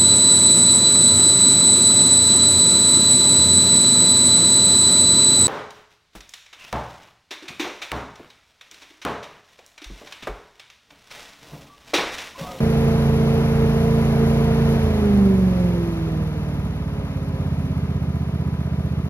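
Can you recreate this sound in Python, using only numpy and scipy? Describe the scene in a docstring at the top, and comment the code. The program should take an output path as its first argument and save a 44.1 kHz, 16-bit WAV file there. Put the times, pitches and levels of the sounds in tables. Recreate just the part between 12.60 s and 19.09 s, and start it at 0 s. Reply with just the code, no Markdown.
"""A V-twin petrol engine drives a four-blade suction fan on a lawn trailer, left of a phone.
First it runs flat out: exhaust thuds, blade tones, buzzing panels, rushing air and valve-gear hiss.
At 2.15 s the throttle shuts; the exhaust gulps, and engine and fan coast down on their one shaft.
From 3.2 s the engine catches with stray firings, and from 4.25 s it settles into a loping idle."""
import sys
import numpy as np
from scipy import signal
from scipy.fft import rfft, irfft
from scipy.io import wavfile
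from scipy.ndimage import uniform_filter1d

SR = 44100
rng = np.random.default_rng(int(sys.argv[2]) if len(sys.argv) > 2 else 0)


def bounce(signal):
    """Save signal as a 16-bit WAV file at the path given by the first command-line argument."""
    frames = np.transpose(np.atleast_2d(signal))
    limited = np.clip(frames, -1, 1)
    pcm = np.round(limited * 32767).astype(np.int16)
    wavfile.write(sys.argv[1], SR, pcm)


N = 286209
TIME_S = np.arange(N) / SR
FREQ_HZ = np.maximum(np.arange(N // 2 + 1) * SR / N, 1)
FULL_SPEED_HZ = 28.2


def undb(db):
    """Decibels to gain."""
    return 10 ** (np.asarray(db) / 20)


def per_bin(table):
    """A frequency table at every bin, interpolated on a log axis."""
    hz, value = np.transpose(table)
    return np.interp(np.log(FREQ_HZ), np.log(np.maximum(hz, 1)), value)


def drift(rate_hz):
    """Smooth random drift, standard deviation 1."""
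    hold = int(SR / rate_hz)
    steps = np.repeat(rng.standard_normal(N // 100), hold)[:N]
    smooth = uniform_filter1d(uniform_filter1d(steps, hold), hold)
    return smooth / smooth.std()


# Rows: full load, overrun, catching, idle, stray firings
# (fade-in start [s], rise [s], fade-out start [s], fall [s], timing scatter [cycles], level scatter [dB])
ENGINE_STATES = [(-1, .5, 2.15, .06, .003, .45), (2.16, .06, 3.3, .14, .003, 1.3),
                 (3.2, .2, 4.25, .6, .005, 1.2), (4.25, .6, 8, .5, .002, .8), (3.2, .2, 4.2, .5, .045, 3)]
OVERRUN_S = ENGINE_STATES[1][0]


def state_shares():
    """Share 0-1 of each engine state over time."""
    return [np.clip((TIME_S - on_s) / rise_s, 0, 1) * np.clip(1 - (TIME_S - off_s) / fall_s, 0, 1)
            for on_s, rise_s, off_s, fall_s, *_ in ENGINE_STATES]


# One list per engine state; places over 1 belong to the second cylinder
# (place [cycles], ring [Hz], width [Hz], kick [dB], push or suck [+1/-1])
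GAS_PULSES = [
    [(.703, 169, 30, 42.5, 1), (.902, 74, 23, 42.4, 1), (.897, 132, 35.5, 46, 1), (1.204, 114, 66, 42.9, 1)],
    [(.671, 121, 39, 29, 1), (.671, 68, 35, 29, -1), (1.036, 121, 39, 26.5, 1), (1.036, 68, 35, 26, -1)],
    [(.566, 175, 43, 24, 1), (.731, 100, 57, 29.5, 1), (.95, 95, 99, 22.2, 1), (1.1, 200, 28, 20, 1),
     (1.044, 56, 28, 26, -1)],
    [(.568, 161, 35, 30, 1), (.728, 98, 54, 32.3, 1), (.877, 54.5, 18.5, 36, 1), (.894, 300, 300, 16.5, 1),
     (1.111, 142, 143, 29.2, 1), (1.15, 56, 42, 30.6, -1)],
    [(.45, 210, 60, 19, 1), (1.15, 170, 110, 23, 1)],
]


def exhaust(cycle, muffler_hz=305, gulp_db=7.5, gulp_decay_s=.23):
    """Two unevenly firing cylinders send gas pulses that ring the muffler's chambers."""
    lead_in = 8192  # samples; earlier pulses still ring at time zero
    counts = np.arange(-5, int(cycle[-1]) + 1)
    cycle = np.r_[cycle[0] - (cycle[1] - cycle[0]) * np.arange(lead_in, 0, -1), cycle]
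    n = len(cycle)
    freq_hz = np.arange(n // 2 + 1) * SR / n
    size, slip = rng.standard_normal((len(counts), 2, 2)).T
    shares = state_shares()
    shares[1] *= undb(gulp_db * np.exp(-np.maximum(TIME_S - OVERRUN_S, 0) / gulp_decay_s))
    spectrum = 0
    for pulses, share, (*_, scatter_cycles, scatter_db) in zip(GAS_PULSES, shares, ENGINE_STATES):
        for place, ring_hz, width_hz, kick_db, sign in pulses:
            cylinder = int(place > 1)
            due_cycles = counts + place + scatter_cycles * slip[cylinder]
            at = np.interp(due_cycles, cycle, np.arange(n)).astype(int)
            strength = undb(kick_db + scatter_db * size[cylinder])
            kicks = np.zeros(n)
            kicks[at] = sign * strength * share[np.maximum(at - lead_in, 0)]
            kicks[[0, -1]] = 0  # drop out-of-range pulses
            # triple pole: the ring swells, then fades
            pole = 1 + 1j * (freq_hz - ring_hz) / width_hz
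            mirror = 1 + 1j * (freq_hz + ring_hz) / width_hz
            spectrum += -1j * (pole ** -3 - mirror ** -3) * rfft(kicks)
    return irfft(spectrum / (1 + (freq_hz / muffler_hz) ** 8), n)[lead_in:]


# Fan housing and hose resonances (centre [Hz], width [Hz], gain [dB])
HOUSING_MODES = [(158, 11, -25), (178, 6, -17.5), (186, 3.4, -20), (195.8, 13.7, -13), (219.5, 12, -33),
                 (262, 17, -32), (296, 26, -44), (343, 32, -27.5), (387, 15, -26.5), (407, 20, -26),
                 (435, 27, -31), (458, 16, -24), (525.4, 17, -23.5), (645, 24, -29), (715, 24, -29),
                 (790, 30, -26)]
# Blade-rate harmonics 1-4 (level [dB], waver [dB], low cutoff [Hz])
BLADE_TONES = [(0, .6, 157), (-1.5, 1.8, 157), (-9, 2.5, 450), (-19, 3, 480)]


def fan(cycle, speed_hz, db_per_octave=4, lag_rad=2.71):
    """Blade tones swell as they glide through the housing resonances; hose gusts shift their phase."""
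    passes_per_cycle = 8  # four blades, two turns
    gust_rad = .15 * drift(8.3)
    blade_rad = 2 * np.pi * passes_per_cycle * cycle - lag_rad + gust_rad
    speed_db = db_per_octave * np.log2(speed_hz / FULL_SPEED_HZ)
    tones = 0
    for harmonic, (level_db, waver_db, cutoff_hz) in enumerate(BLADE_TONES, 1):
        tone_hz = passes_per_cycle * harmonic * speed_hz
        housing = abs(sum(undb(gain_db) / (1 + 2j * (tone_hz - mode_hz) / width_hz)
                          for mode_hz, width_hz, gain_db in HOUSING_MODES))
        low_cut = 1 / (1 + (cutoff_hz / tone_hz) ** 12)
        gain = undb(level_db + speed_db + waver_db * drift(14))
        tones += np.sqrt(2) * housing * low_cut * gain * np.cos(harmonic * blade_rad)
    return tones


# Casing vibration (order [per cycle], full load [dB], coasting [dB], idle [dB])
CASING_ORDERS = [(7, -57.5, -37, -57), (9, -70, -35.5, -59), (10, -74, -36, -57), (11, -47, -46, -64),
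                 (12, -43.5, -44, -52), (14, -48, -53, -54), (15, -46.5, -46, -42.5), (19, -44, -40.5, -69),
                 (21, -57, -56, -64), (24, -54, -56, -51.5), (25, -44, -51, -61), (27, -61, -55.5, -52.5),
                 (32, -57, -58, -61), (35, -49, -69, -62), (36, -51.5, -70, -70), (50, -56, -82, -66)]


def casing_buzz(cycle, settle_s=.15, waver_db=2):
    """Shaft orders shake the panels, in a different mix under load, coasting and at idle."""
    load, overrun, _, idle, _ = state_shares()
    coast = np.minimum(overrun, np.clip((TIME_S - OVERRUN_S) / settle_s, 0, 1))
    buzz = 0
    for order, load_db, coast_db, idle_db in CASING_ORDERS:
        gain = load * undb(load_db) + coast * undb(coast_db) + idle * undb(idle_db)
        waver = undb(waver_db * drift(7.4))
        buzz += gain * waver * np.sin(2 * np.pi * (order * cycle + rng.random()))
    return np.sqrt(2) * buzz


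# Sheet-metal resonances (centre [Hz], width [Hz], level [dB])
SHROUD_MODES = [(655, 28, -50), (993, 16, -53.5), (1224, 83, -54)]


def shroud_ring(cycle, speed_hz, knock_share=.65):
    """One knock a cycle and random shaking keep the shroud ringing."""
    modes = sum(undb(level_db) * np.sqrt(SR / (np.pi * width_hz)) / (1 + 2j * (FREQ_HZ - hz) / width_hz)
                for hz, width_hz, level_db in SHROUD_MODES)
    knocks = np.diff(np.floor(cycle), prepend=0) * np.sqrt(SR / speed_hz)
    drive = np.sqrt(knock_share) * knocks + np.sqrt(1 - knock_share) * rng.standard_normal(N)
    return irfft(modes * rfft(drive), N)


# Likeness of noise at the two microphone ports (frequency [Hz], coherence [0-1])
PORT_COHERENCE = [(60, .9997), (120, .998), (250, .99), (600, .93), (1400, .76), (3400, .85), (4500, .55),
                  (6200, .4), (7500, .97), (8500, .97), (9300, .6), (11000, .97), (12800, .97), (13700, .5),
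                  (15000, .9)]


def stereo_noise(spectrum, band_hz):
    """Coloured noise, partly shared by both ports; rms 1 within band_hz."""
    shared, apart = rfft(rng.standard_normal((2, N)))
    coherence = per_bin(PORT_COHERENCE)
    gain = undb(per_bin(spectrum))
    in_band = (FREQ_HZ > band_hz[0]) & (FREQ_HZ < band_hz[1])
    gain /= np.sqrt(np.sum(gain[in_band] ** 2) / len(FREQ_HZ))
    mid = np.sqrt((1 + coherence) / 2) * shared
    side = np.sqrt((1 - coherence) / 2) * apart
    return irfft(gain * np.array([mid + side, mid - side]), N)


# Hose roar (frequency [Hz], relative density [dB])
ROAR_SPECTRUM = [(60, -7), (250, -13), (330, -12), (400, 4.5), (450, -3), (490, -9), (540, -8.5),
                 (700, -6.5), (900, -25.5), (2000, -63)]


def hose_roar(speed_octaves, level_db=-33.5, db_per_octave=25):
    """Air roars hollowly in the hose, dying away as the fan slows."""
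    return undb(level_db + db_per_octave * speed_octaves) * stereo_noise(ROAR_SPECTRUM, (300, 500))


# Air rush (frequency [Hz], relative density [dB])
RUSH_SPECTRUM = [(40, 0), (80, 11), (140, 5.5), (250, 4), (310, 0), (410, 4), (600, 0), (850, -2),
                 (1500, -9), (2200, -11), (3500, -15.5), (4500, -21), (6500, -27.5), (15000, -44.5)]


def air_rush(speed_octaves, lift_db, level_db=-35, db_per_octave=13):
    """Air rushes through hose and housing, sinking with the speed."""
    gain = undb(level_db + lift_db + db_per_octave * speed_octaves + .3 * drift(8))
    return gain * stereo_noise(RUSH_SPECTRUM, (700, 2500))


# Treble hiss (frequency [Hz], relative density [dB])
HISS_SPECTRUM = [(1500, 3.5), (3000, 4.5), (5200, 5), (6800, 5), (8000, 0), (11500, 4), (13500, -3),
                 (15500, -10.5)]
# Valve events (place [cycles], Gaussian width [cycles], added height [x steady hiss])
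VALVE_PUFFS = [(1, 0.01, 0.24), (0.95, 0.053, 0.59), (0.24, 0.051, .25)]


def valve_hiss(cycle, speed_octaves, lift_db, level_db=-53.5, db_per_octave=15.5):
    """Valve gear and cooling fins hiss, with a puff at each valve event."""
    puffs = 0
    for place, width_cycles, height in VALVE_PUFFS:
        offset_cycles = (cycle - place + .5) % 1 - .5
        puffs += height * np.exp(-.5 * (offset_cycles / width_cycles) ** 2)
    gain = undb(level_db + lift_db + db_per_octave * speed_octaves + .8 * drift(30))
    return gain * (1 + puffs) * stereo_noise(HISS_SPECTRUM, (9000, 13000))


# Four-stroke cycles, two shaft turns each (time [s], cycle rate [Hz])
ENGINE_SPEED = [(0, 28.13), (.7, 28.125), (.9, 28.175), (1.8, 28.21), (2.15, 28.25), (2.33, 26.9),
                (2.46, 25.7), (2.64, 24.5), (2.87, 23.1), (3.11, 21.8), (3.38, 20.5), (3.61, 19.5),
                (3.89, 18.42), (4.32, 17.3), (4.75, 16.6), (5.26, 15.93), (5.67, 15.7), (6.49, 15.47)]


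def scene():
    """One shaft paces every source."""
    speed_hz = np.interp(TIME_S, *np.transpose(ENGINE_SPEED))
    speed_octaves = np.log2(speed_hz / FULL_SPEED_HZ)
    cycle = .041 + np.cumsum(speed_hz) / SR
    idle_lift_db = 1.5 * state_shares()[3]  # renewed firing adds rush and hiss
    machine = exhaust(cycle) + fan(cycle, speed_hz) + casing_buzz(cycle) + shroud_ring(cycle, speed_hz)
    air = hose_roar(speed_octaves) + air_rush(speed_octaves, idle_lift_db)
    return machine + air + valve_hiss(cycle, speed_octaves, idle_lift_db)


# Phase between the ports (frequency [Hz], left lead [rad])
PORT_PHASE = [(1, 0.07), (200, 0.14), (500, 0.65), (800, 1.1), (1400, 0.89), (2150, 1.6), (3300, 3.1),
              (4500, 3.14), (5400, 2.73), (6200, 2.72), (6900, 2.76), (8000, 3.14), (8800, 3.1),
              (9500, 0.35), (10500, 0.3), (13000, 0), (14500, -3.1)]
# Level between the ports (frequency [Hz], left minus right [dB])
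PORT_BALANCE = [(60, -1), (200, -2), (500, -1.5), (900, 3), (1400, 3.5), (2100, -3.5), (3000, -0.5),
                (4000, 5), (5800, 4), (7400, -2), (15000, 2.5)]


def record(dry, bass_cut_hz=48, top_cut_hz=15030):
    """The phone's two ports differ in phase and level; it cuts deep bass and top treble."""
    left = undb(per_bin(PORT_BALANCE) / 2) * np.exp(.5j * per_bin(PORT_PHASE))
    faded = dry * signal.windows.tukey(N, .002)
    ports = irfft(rfft(faded) * np.array([left, 1 / left]), N)
    ports = signal.sosfilt(signal.butter(4, bass_cut_hz, "high", fs=SR, output="sos"), ports)
    return signal.sosfilt(signal.ellip(12, .2, 70, top_cut_hz, fs=SR, output="sos"), ports)


dry = scene()
out = record(dry)
bounce(out)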